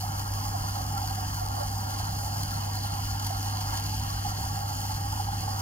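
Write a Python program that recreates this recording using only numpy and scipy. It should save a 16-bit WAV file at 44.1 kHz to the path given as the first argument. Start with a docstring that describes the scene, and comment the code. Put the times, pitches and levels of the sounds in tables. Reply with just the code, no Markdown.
"""Submersible pump in a pond

A pump runs on the pond bed, heard through two microphones in a sealed case close by.
Its motor hums at twice the mains rate under a churning rush, with bubbles and sharp ticks.
Turbulent water, bubbles and tiny collapsing cavities shake the case, whose resonances
reach each microphone with a different strength and phase."""
import sys
import numpy as np
from scipy import signal
from scipy.fft import rfft, irfft, next_fast_len
from scipy.io import wavfile
from scipy.ndimage import uniform_filter1d

SR = 44100
rng = np.random.default_rng(int(sys.argv[2]) if len(sys.argv) > 2 else 0)


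def persist_wave(psi):
    """Save psi, clipped to +-1, as 16-bit WAV."""
    counts = np.round(np.clip(psi, -1, 1) * 32767).astype(np.int16)
    wavfile.write(sys.argv[1], SR, np.atleast_2d(counts).T)


N = 247401
TIME = np.arange(N) / SR


def gain_of(db):
    return 10 ** (np.asarray(db) / 20)


def unit_rms(x):
    return x / np.sqrt(np.mean(x ** 2) + 1e-20)


def add(mix, start_s, sound):
    part = mix[..., round(start_s * SR):][..., :sound.shape[-1]]
    part += sound[..., :part.shape[-1]]


def wander(hz):
    """Random drift of rms 1, changing about hz times a second."""
    coarse = uniform_filter1d(rng.standard_normal(N // 64 + 2), 1 + int(SR / 64 / hz))
    return np.interp(np.arange(N) / 64, np.arange(len(coarse)), unit_rms(coarse))


def minimum_phase(gain):
    """The spectrum with this gain and the sharpest possible attack."""
    cepstrum = irfft(np.log(gain + 1e-6))
    half = len(cepstrum) // 2
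    return np.exp(rfft(np.r_[cepstrum[0], 2 * cepstrum[1:half], cepstrum[half], np.zeros(half - 1)]))


def eddies(level_db, top_hz):
    """Water slides past each microphone port on its own: a faint, wide, low wash."""
    wash = signal.sosfilt(signal.butter(2, top_hz, fs=SR, output="sos"), rng.standard_normal((2, N)))
    return gain_of(level_db) * unit_rms(wash)


# Partials of the hum: harmonic, left_db, right_db
HUM_PARTIALS = [(1, -33.6, -33.2), (2, -59, -58), (3, -61, -57), (6, -68, -69), (8, -57, -53)]
def motor_hum(pitch_hz):
    """Magnetic pull of the windings: steady sines that waver a little in level."""
    phase, out = 2 * np.pi * pitch_hz * TIME, 0
    for harmonic, left_db, right_db in HUM_PARTIALS:
        tone = np.sqrt(2) * np.sin(harmonic * phase + 2 * np.pi * rng.random())
        out += gain_of([[left_db], [right_db]]) * tone * gain_of(0.69 * wander(hz=1.2))
    return out


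def bubble_swarm(per_s, low_hz, high_hz, decay_cycles, weakest_db):
    """Small bubbles of random size, each ringing as a short dying sine."""
    out, t = np.zeros(N), np.arange(3000) / SR
    for when, pitch, strength in rng.random((2000, 3))[:int(per_s * N / SR)]:
        hz = low_hz * (high_hz / low_hz) ** pitch
        envelope = (1 - np.exp(-t / 0.0033)) * np.exp(-t * hz / decay_cycles)
        level = gain_of(weakest_db + 10.4 * strength)
        add(out, when * N / SR, level * envelope * np.sin(2 * np.pi * hz * t))
    return out


# Bubbles that stand out: peak_s, level_db, pitch_hz, rise_ms, fall_ms
SOLO_BUBBLES = [(0.04, -30.5, 747, 8.6, 5.2), (0.204, -30, 791, 4, 4.9), (0.553, -23.5, 716, 7, 5.6),
                (0.762, -39, 780, 2, 5.3), (0.915, -36, 792, 6, 9.6), (0.945, -36, 797, 11, 5.7),
                (0.97, -27.5, 789, 8.4, 13), (0.981, -30, 1344, 14, 8.7), (1.044, -30, 766, 6.6, 8.3),
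                (1.187, -33, 740, 15, 6), (1.422, -25, 729.6, 6.2, 12), (1.547, -29, 806, 6, 15),
                (1.585, -34, 770, 4.5, 3.3), (1.615, -28.5, 574, 12, 14), (1.63, -42, 738, 9.3, 7.3),
                (1.787, -33.5, 830, 2.5, 8), (2.003, -28, 790, 2, 3.7), (2.852, -31, 820, 18, 8),
                (2.995, -30, 789, 9.6, 3.1), (3.268, -31, 920, 7.4, 5), (3.305, -27, 780, 1.3, 6.6),
                (3.314, -29, 676, 6.7, 8), (3.327, -34, 787, 12, 7.8), (3.349, -34, 800, 6, 7.8),
                (4.255, -25, 817, 6, 9.7), (4.27, -28, 750, 11, 6), (4.281, -31, 837, 4.4, 8),
                (4.385, -46, 400, 8, 8), (4.58, -32, 800, 9.7, 15), (4.635, -34, 818, 9, 16),
                (4.698, -28.5, 826, 10, 13), (4.798, -35, 830, 3.1, 7.3), (4.851, -30, 800, 9.5, 5.7),
                (4.912, -30, 858, 18, 19), (5.015, -30, 812, 4, 15), (5.059, -32, 811, 22, 21),
                (5.131, -27, 856, 4.2, 6.7), (5.203, -22.5, 818, 6.2, 6.5), (5.289, -25, 810, 6.6, 5),
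                (5.336, -29, 820, 11, 4.2), (5.479, -28, 840, 3.5, 6.6)]
def solo_bubbles(roughness):
    """Each swells and dies as a fluttering tone, panned and phased by the nearest resonance."""
    out, modes = np.zeros((2, N)), np.array(RESONANCES)
    flutter = 1 - roughness + roughness * wander(hz=170)
    for peak_s, level_db, hz, rise_ms, fall_ms in SOLO_BUBBLES:
        t = np.arange(-min(peak_s, .04), .06, 1 / SR)
        _, _, left_db, right_db, lead = modes[abs(modes[:, 0] - hz).argmin()]
        phase, pan_db = 2 * np.pi * hz * t, left_db - right_db
        tone = gain_of([[pan_db / 2], [-pan_db / 2]]) * np.sin([phase, phase + lead])
        envelope = np.exp(-(1000 * t / np.where(t < 0, rise_ms, fall_ms)) ** 2)
        add(out, peak_s + t[0], gain_of(level_db) * envelope * tone)
    return out * flutter


# Accented cavity collapses, levels before filtering: start_s, dull_db, bright_db
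COLLAPSES = [(0.0097, 22, 18), (0.1955, 24, 15), (0.1985, 19, 18), (0.452, 17.5, 22.5), (0.9238, 18, 22),
             (0.9778, 21.5, 26), (1.0752, 24.5, 24.5), (1.0758, 18, 17), (1.4624, 19.5, 20),
             (1.4759, 19, 18), (1.4863, 24, 24), (1.8988, 21, 16.5), (1.9057, 14, 23.5), (1.9882, 19, 22),
             (2.0447, 21.5, 11), (2.3229, 21, 10), (2.3455, 20.5, 20), (2.4333, 23.5, 25),
             (2.434, 23.5, 25.5), (2.7544, 19, 25), (3.1232, 21, 10), (3.1976, 25, 15), (3.2457, 25.5, 10),
             (3.2495, 20, 21.5), (3.2637, 24, 10), (3.2673, 17.5, 25), (3.2703, 26.5, 24.5),
             (3.2708, 20, 20), (3.4291, 23.5, 24), (3.6115, 26, 17), (3.6239, 21, 12), (3.7386, 21, 10),
             (3.7533, 20, 17), (3.7715, 22.5, 18), (3.7751, 26.5, 25), (3.7997, 24, 22), (3.8953, 22, 12.5),
             (4.0286, 22.5, 17.5), (4.0364, 20.5, 20), (4.1636, 20, 12), (4.8062, 20.5, 10),
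             (4.8543, 20.5, 10), (4.9479, 20, 18.5), (5.0635, 20.5, 13), (5.1116, 19, 17),
             (5.1254, 22.5, 19), (5.4376, 21.5, 15), (5.5925, 21, 12.5)]
def cavity_ticks(ring, f, per_s, base_db, spread_db):
    """Each collapse is a pressure spike striking the case: the accents plus weaker random ones."""
    chance, strength = rng.random(N), np.minimum(rng.exponential(1, N), 3)
    tilt = 2 * rng.random(N) - 1
    spikes = (chance < per_s / SR) * gain_of(base_db + spread_db * (strength + np.array([tilt, -tilt])))
    for start_s, *levels_db in COLLAPSES:
        spikes[:, round(start_s * SR)] += gain_of(levels_db)
    dull, bright = rfft(spikes, 2 * len(f) - 2)
    bright *= gain_of(2.5 * np.log2((f + 1) / 11000))  # rises 2.5 dB per octave
    crossover = 1 / (1 + (7800 / (f + 1)) ** 8)
    return -irfft(ring * ((1 - crossover) * dull + crossover * bright))[:, :N]


def crackle(per_s, spread_db, decay_ms, sputter_db):
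    """Power envelope of tiny cavity swarms: random bursts, and a sputter after each accent."""
    chance, strength = rng.random(N), np.minimum(rng.exponential(1, N), 4)
    power = (chance < per_s / SR) * gain_of(2 * spread_db * strength)
    for start_s, *levels_db in COLLAPSES:
        power[round(start_s * SR)] += gain_of(2 * (max(levels_db) + sputter_db))
    tail = np.exp(-np.arange(600) / SR * 1000 / decay_ms)
    return signal.oaconvolve(power, tail)[:N].clip(0)


def struck_case(power, cross, decay_ms):
    """Stereo spectrum of the high resonances struck at once, cut short with their energy kept."""
    left = minimum_phase(np.sqrt(power[0]))
    right = left * np.sqrt(power[1] / power[0]) * cross / abs(cross)
    ring = irfft(np.array([left, right]))
    size = ring.shape[1]
    lag_ms = 1000 * size / SR * abs(np.fft.fftfreq(size))
    snap = ring * np.exp(-lag_ms / decay_ms)
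    return rfft(snap * np.linalg.norm(ring) / np.linalg.norm(snap))


# Path of the strongest high resonance, used as a shift about its mean: time_s, centre_hz
TREBLE_SLIDE = [(0.0, 4890), (1.0, 4860), (2.9, 4850), (3.3, 4815), (4.5, 4900), (5.6, 4900)]
def case_shift(spectrum, f, split_hz, waver_hz):
    """The case shifts in the current, so the sound above the split slides a little in pitch."""
    size = 2 * len(f) - 2
    centre_hz = np.interp(TIME, *np.transpose(TREBLE_SLIDE)) + waver_hz * wander(hz=8)
    shift = np.exp(2j * np.pi * np.cumsum(centre_hz - centre_hz.mean()) / SR)
    lower = irfft(spectrum * (f <= split_hz))[:, :N]
    upper = 2 * np.fft.ifft(spectrum * (f > split_hz), size)[:, :N]
    return lower + (upper * shift).real


# Level ride of the treble, with a presence lift near 3 kHz: time_s, level_db, presence_db
FIZZ_RIDE = [(0.0, 2.5, 4.5), (1.0, 2.5, 6), (1.8, 2, 5), (2.0, 3.5, 7.5), (2.25, 4.5, 2), (2.45, 3.1, 7.5),
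             (3.0, 1.5, 7), (3.25, 3, 7), (3.45, 2.3, 7), (3.75, 3.5, 8.5), (4.3, 2, 8), (4.65, 3, 5),
             (4.95, 3, 7), (5.61, 1.9, 8)]
def fizz(flicker_db):
    """The treble swells and flickers: its level and presence curves."""
    time_s, level_db, presence_db = np.transpose(FIZZ_RIDE)
    level_db = np.interp(TIME, time_s, level_db) + flicker_db * wander(hz=24)
    return level_db, np.interp(TIME, time_s, presence_db)


# Level ride of the mids around 800 Hz: time_s, level_db, tilt_db_per_octave
GURGLE_RIDE = [(0.0, 0.5, 6), (0.3, 2.5, 6), (0.65, 1, 5.5), (0.9, 3.5, 0), (1.25, 0, 10), (1.5, 3.5, 2),
               (1.9, 1.5, 4), (2.9, 2, 3.5), (3.08, -3, 12), (3.3, 0.7, 3), (3.7, 3.5, 7), (3.95, -2.5, 3),
               (4.3, 0.5, 6.5), (4.65, 1.5, 2), (4.85, 0, 3), (5.0, -0.5, 5), (5.25, 1, 2),
               (5.61, 2.5, 1.5)]
def gurgle(flicker_db):
    """The mids surge and lean toward higher pitch: their level and tilt curves."""
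    time_s, level_db, tilt = np.transpose(GURGLE_RIDE)
    level_db = np.interp(TIME, time_s, level_db) + flicker_db * wander(hz=20)
    return level_db, np.interp(TIME, time_s, tilt)


# Resonances of water, pump and case: pitch_hz, pole_width_hz, left_db, right_db, right_lead_rad
RESONANCES = [(59, 58, 15.6, 15.8, 0.1), (143, 92, 8.3, 9.0, 0.12), (250, 125, -0.5, 2.6, 0.5),
              (345, 90, -22, -13, 0.3), (445, 82, -11.4, -7.3, -1.15), (585, 126, -7.4, -4.8, 1.52),
              (582, 248, -6.9, -3.1, 2.86), (697, 100, 5.0, 5.9, 2.54), (766, 108, 1.2, 9.4, -0.56),
              (815, 131, 7.5, 10.1, -1.37), (906, 103, 1.0, 3.6, -1.56), (1019, 144, -7.9, -0.3, -1.03),
              (1102, 122, -15.8, -1.8, -1.15), (1188, 449, -2.4, 0.2, -2.47), (1359, 110, 3.7, 2.3, -2.4),
              (1561, 140, -0.4, -5.3, -2.6), (1666, 116, -2.8, -9.6, -1.65), (1700, 327, -8.2, -7.6, 2.95),
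              (1854, 159, -16.5, -8.5, -0.75), (2084, 250, -14.1, -13.3, -1.28),
              (2237, 158, -20.2, -18.2, -1.05), (2397, 1160, -23.0, -21.7, 2.95),
              (2721, 736, -16.3, -22.9, -0.75), (3000, 600, -8.5, -6.8, -1.69),
              (3229, 555, -10.6, -19.7, -1.55), (3606, 1598, -14.7, -14.7, 3.11),
              (4330, 460, -4.6, -0.9, -2.3), (4826, 380, -1.6, 0.8, -1.83), (5046, 348, -4.5, -3.8, -2.15),
              (5484, 562, -9.8, -10.3, -1.62), (5662, 1259, -15.0, -11.2, 2.96),
              (6088, 1195, -6.0, -9.7, -1.97), (6634, 969, -7.1, -19.3, -2.68),
              (6967, 560, -5.5, -16.7, 0.06), (7238, 490, -15.9, -13.4, -1.27),
              (8066, 2429, -27.6, -20.0, -0.24), (8494, 1500, -13.0, -31.3, -1.71),
              (9413, 1439, -17.7, -18.9, 0.08), (9593, 832, -14.5, -30.2, -2.12),
              (10354, 1514, -13.2, -24.4, 0.21), (10868, 2222, -15.0, -13.8, 0.02),
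              (11940, 934, -19.0, -22.9, 1.03), (12729, 3599, -16.0, -18.5, -0.79),
              (13776, 3599, -18.3, -19.0, 0.46), (15026, 1864, -15.0, -16.6, -0.36)]
def water_rush(gain_db, churn_db):
    """Turbulence and small bubbles shake each resonance; collapsing cavities strike the high ones."""
    size = 2 * next_fast_len(N // 2 + 4096)
    f = np.fft.rfftfreq(size, 1 / SR)
    delay = np.exp(-2j * np.pi * f / SR)
    gurgle_db, tilt = gurgle(flicker_db=1.3)
    fizz_db, presence_db = fizz(flicker_db=1.05)
    bursts = crackle(per_s=150, spread_db=2.0, decay_ms=0.65, sputter_db=-18)
    swarm = bubble_swarm(per_s=110, low_hz=853.5, high_hz=3045, decay_cycles=15.5, weakest_db=-15)
    spectrum = treble_power = treble_cross = 0
    for hz, width_hz, left_db, right_db, lead in RESONANCES:
        octaves = np.log2(hz / 800)
        mids, treble = np.exp(-octaves ** 2), 1 / (1 + (2200 / hz) ** 3)  # band weights
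        sway_db = 1.9 * np.exp(-(octaves / 3.2) ** 2) * wander(hz=11)  # patchiest in the mids
        sway_db += mids * (gurgle_db + tilt * octaves) + treble * fizz_db
        sway_db += np.exp(-np.log2(hz / 2900) ** 2) * presence_db
        turbulence = rng.standard_normal(N) * gain_of(sway_db) * np.sqrt(1 + 1.4 * treble * bursts)
        drive = gain_of(mids * churn_db) * unit_rms(turbulence) + swarm
        radius = np.exp(-np.pi * width_hz / SR)
        pole = (1 - radius) / (1 - radius * np.exp(2j * np.pi * hz / SR) * delay)
        ring = pole ** 3  # three poles in a row keep the valleys between resonances dark
        mics = np.array([[gain_of(left_db)], [gain_of(right_db) * np.exp(1j * lead)]])
        spectrum += mics * ring * rfft(drive, size)
        # gather the colour and the left-right phase of the ticks
        ring_power = treble * abs(ring) ** 2
        treble_power += abs(mics) ** 2 * ring_power
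        treble_cross += mics[0] * mics[1] * ring_power
    snap = struck_case(treble_power, treble_cross, decay_ms=1.0)
    ticks = cavity_ticks(snap, f, per_s=130, base_db=9.5, spread_db=2.7)
    spectrum /= np.sqrt(1 + (22 / (f + 1)) ** 2)  # the sealed case blocks the slowest pressure changes
    return gain_of(gain_db) * (case_shift(spectrum, f, split_hz=3800, waver_hz=45) + ticks)


def scene():
    """The rush up front, with hum, single bubbles and a faint wash around it."""
    return (water_rush(gain_db=-26.5, churn_db=-1.5) + motor_hum(pitch_hz=100.07)
            + solo_bubbles(roughness=0.15) + eddies(level_db=-57.5, top_hz=300))


def record(dry):
    """A steep high cut at 15.8 kHz."""
    high_cut = signal.firwin(1023, 15800, window=("kaiser", 10), fs=SR)
    return signal.oaconvolve(dry, high_cut[None], "same")


dry = scene()
out = record(dry)
persist_wave(out)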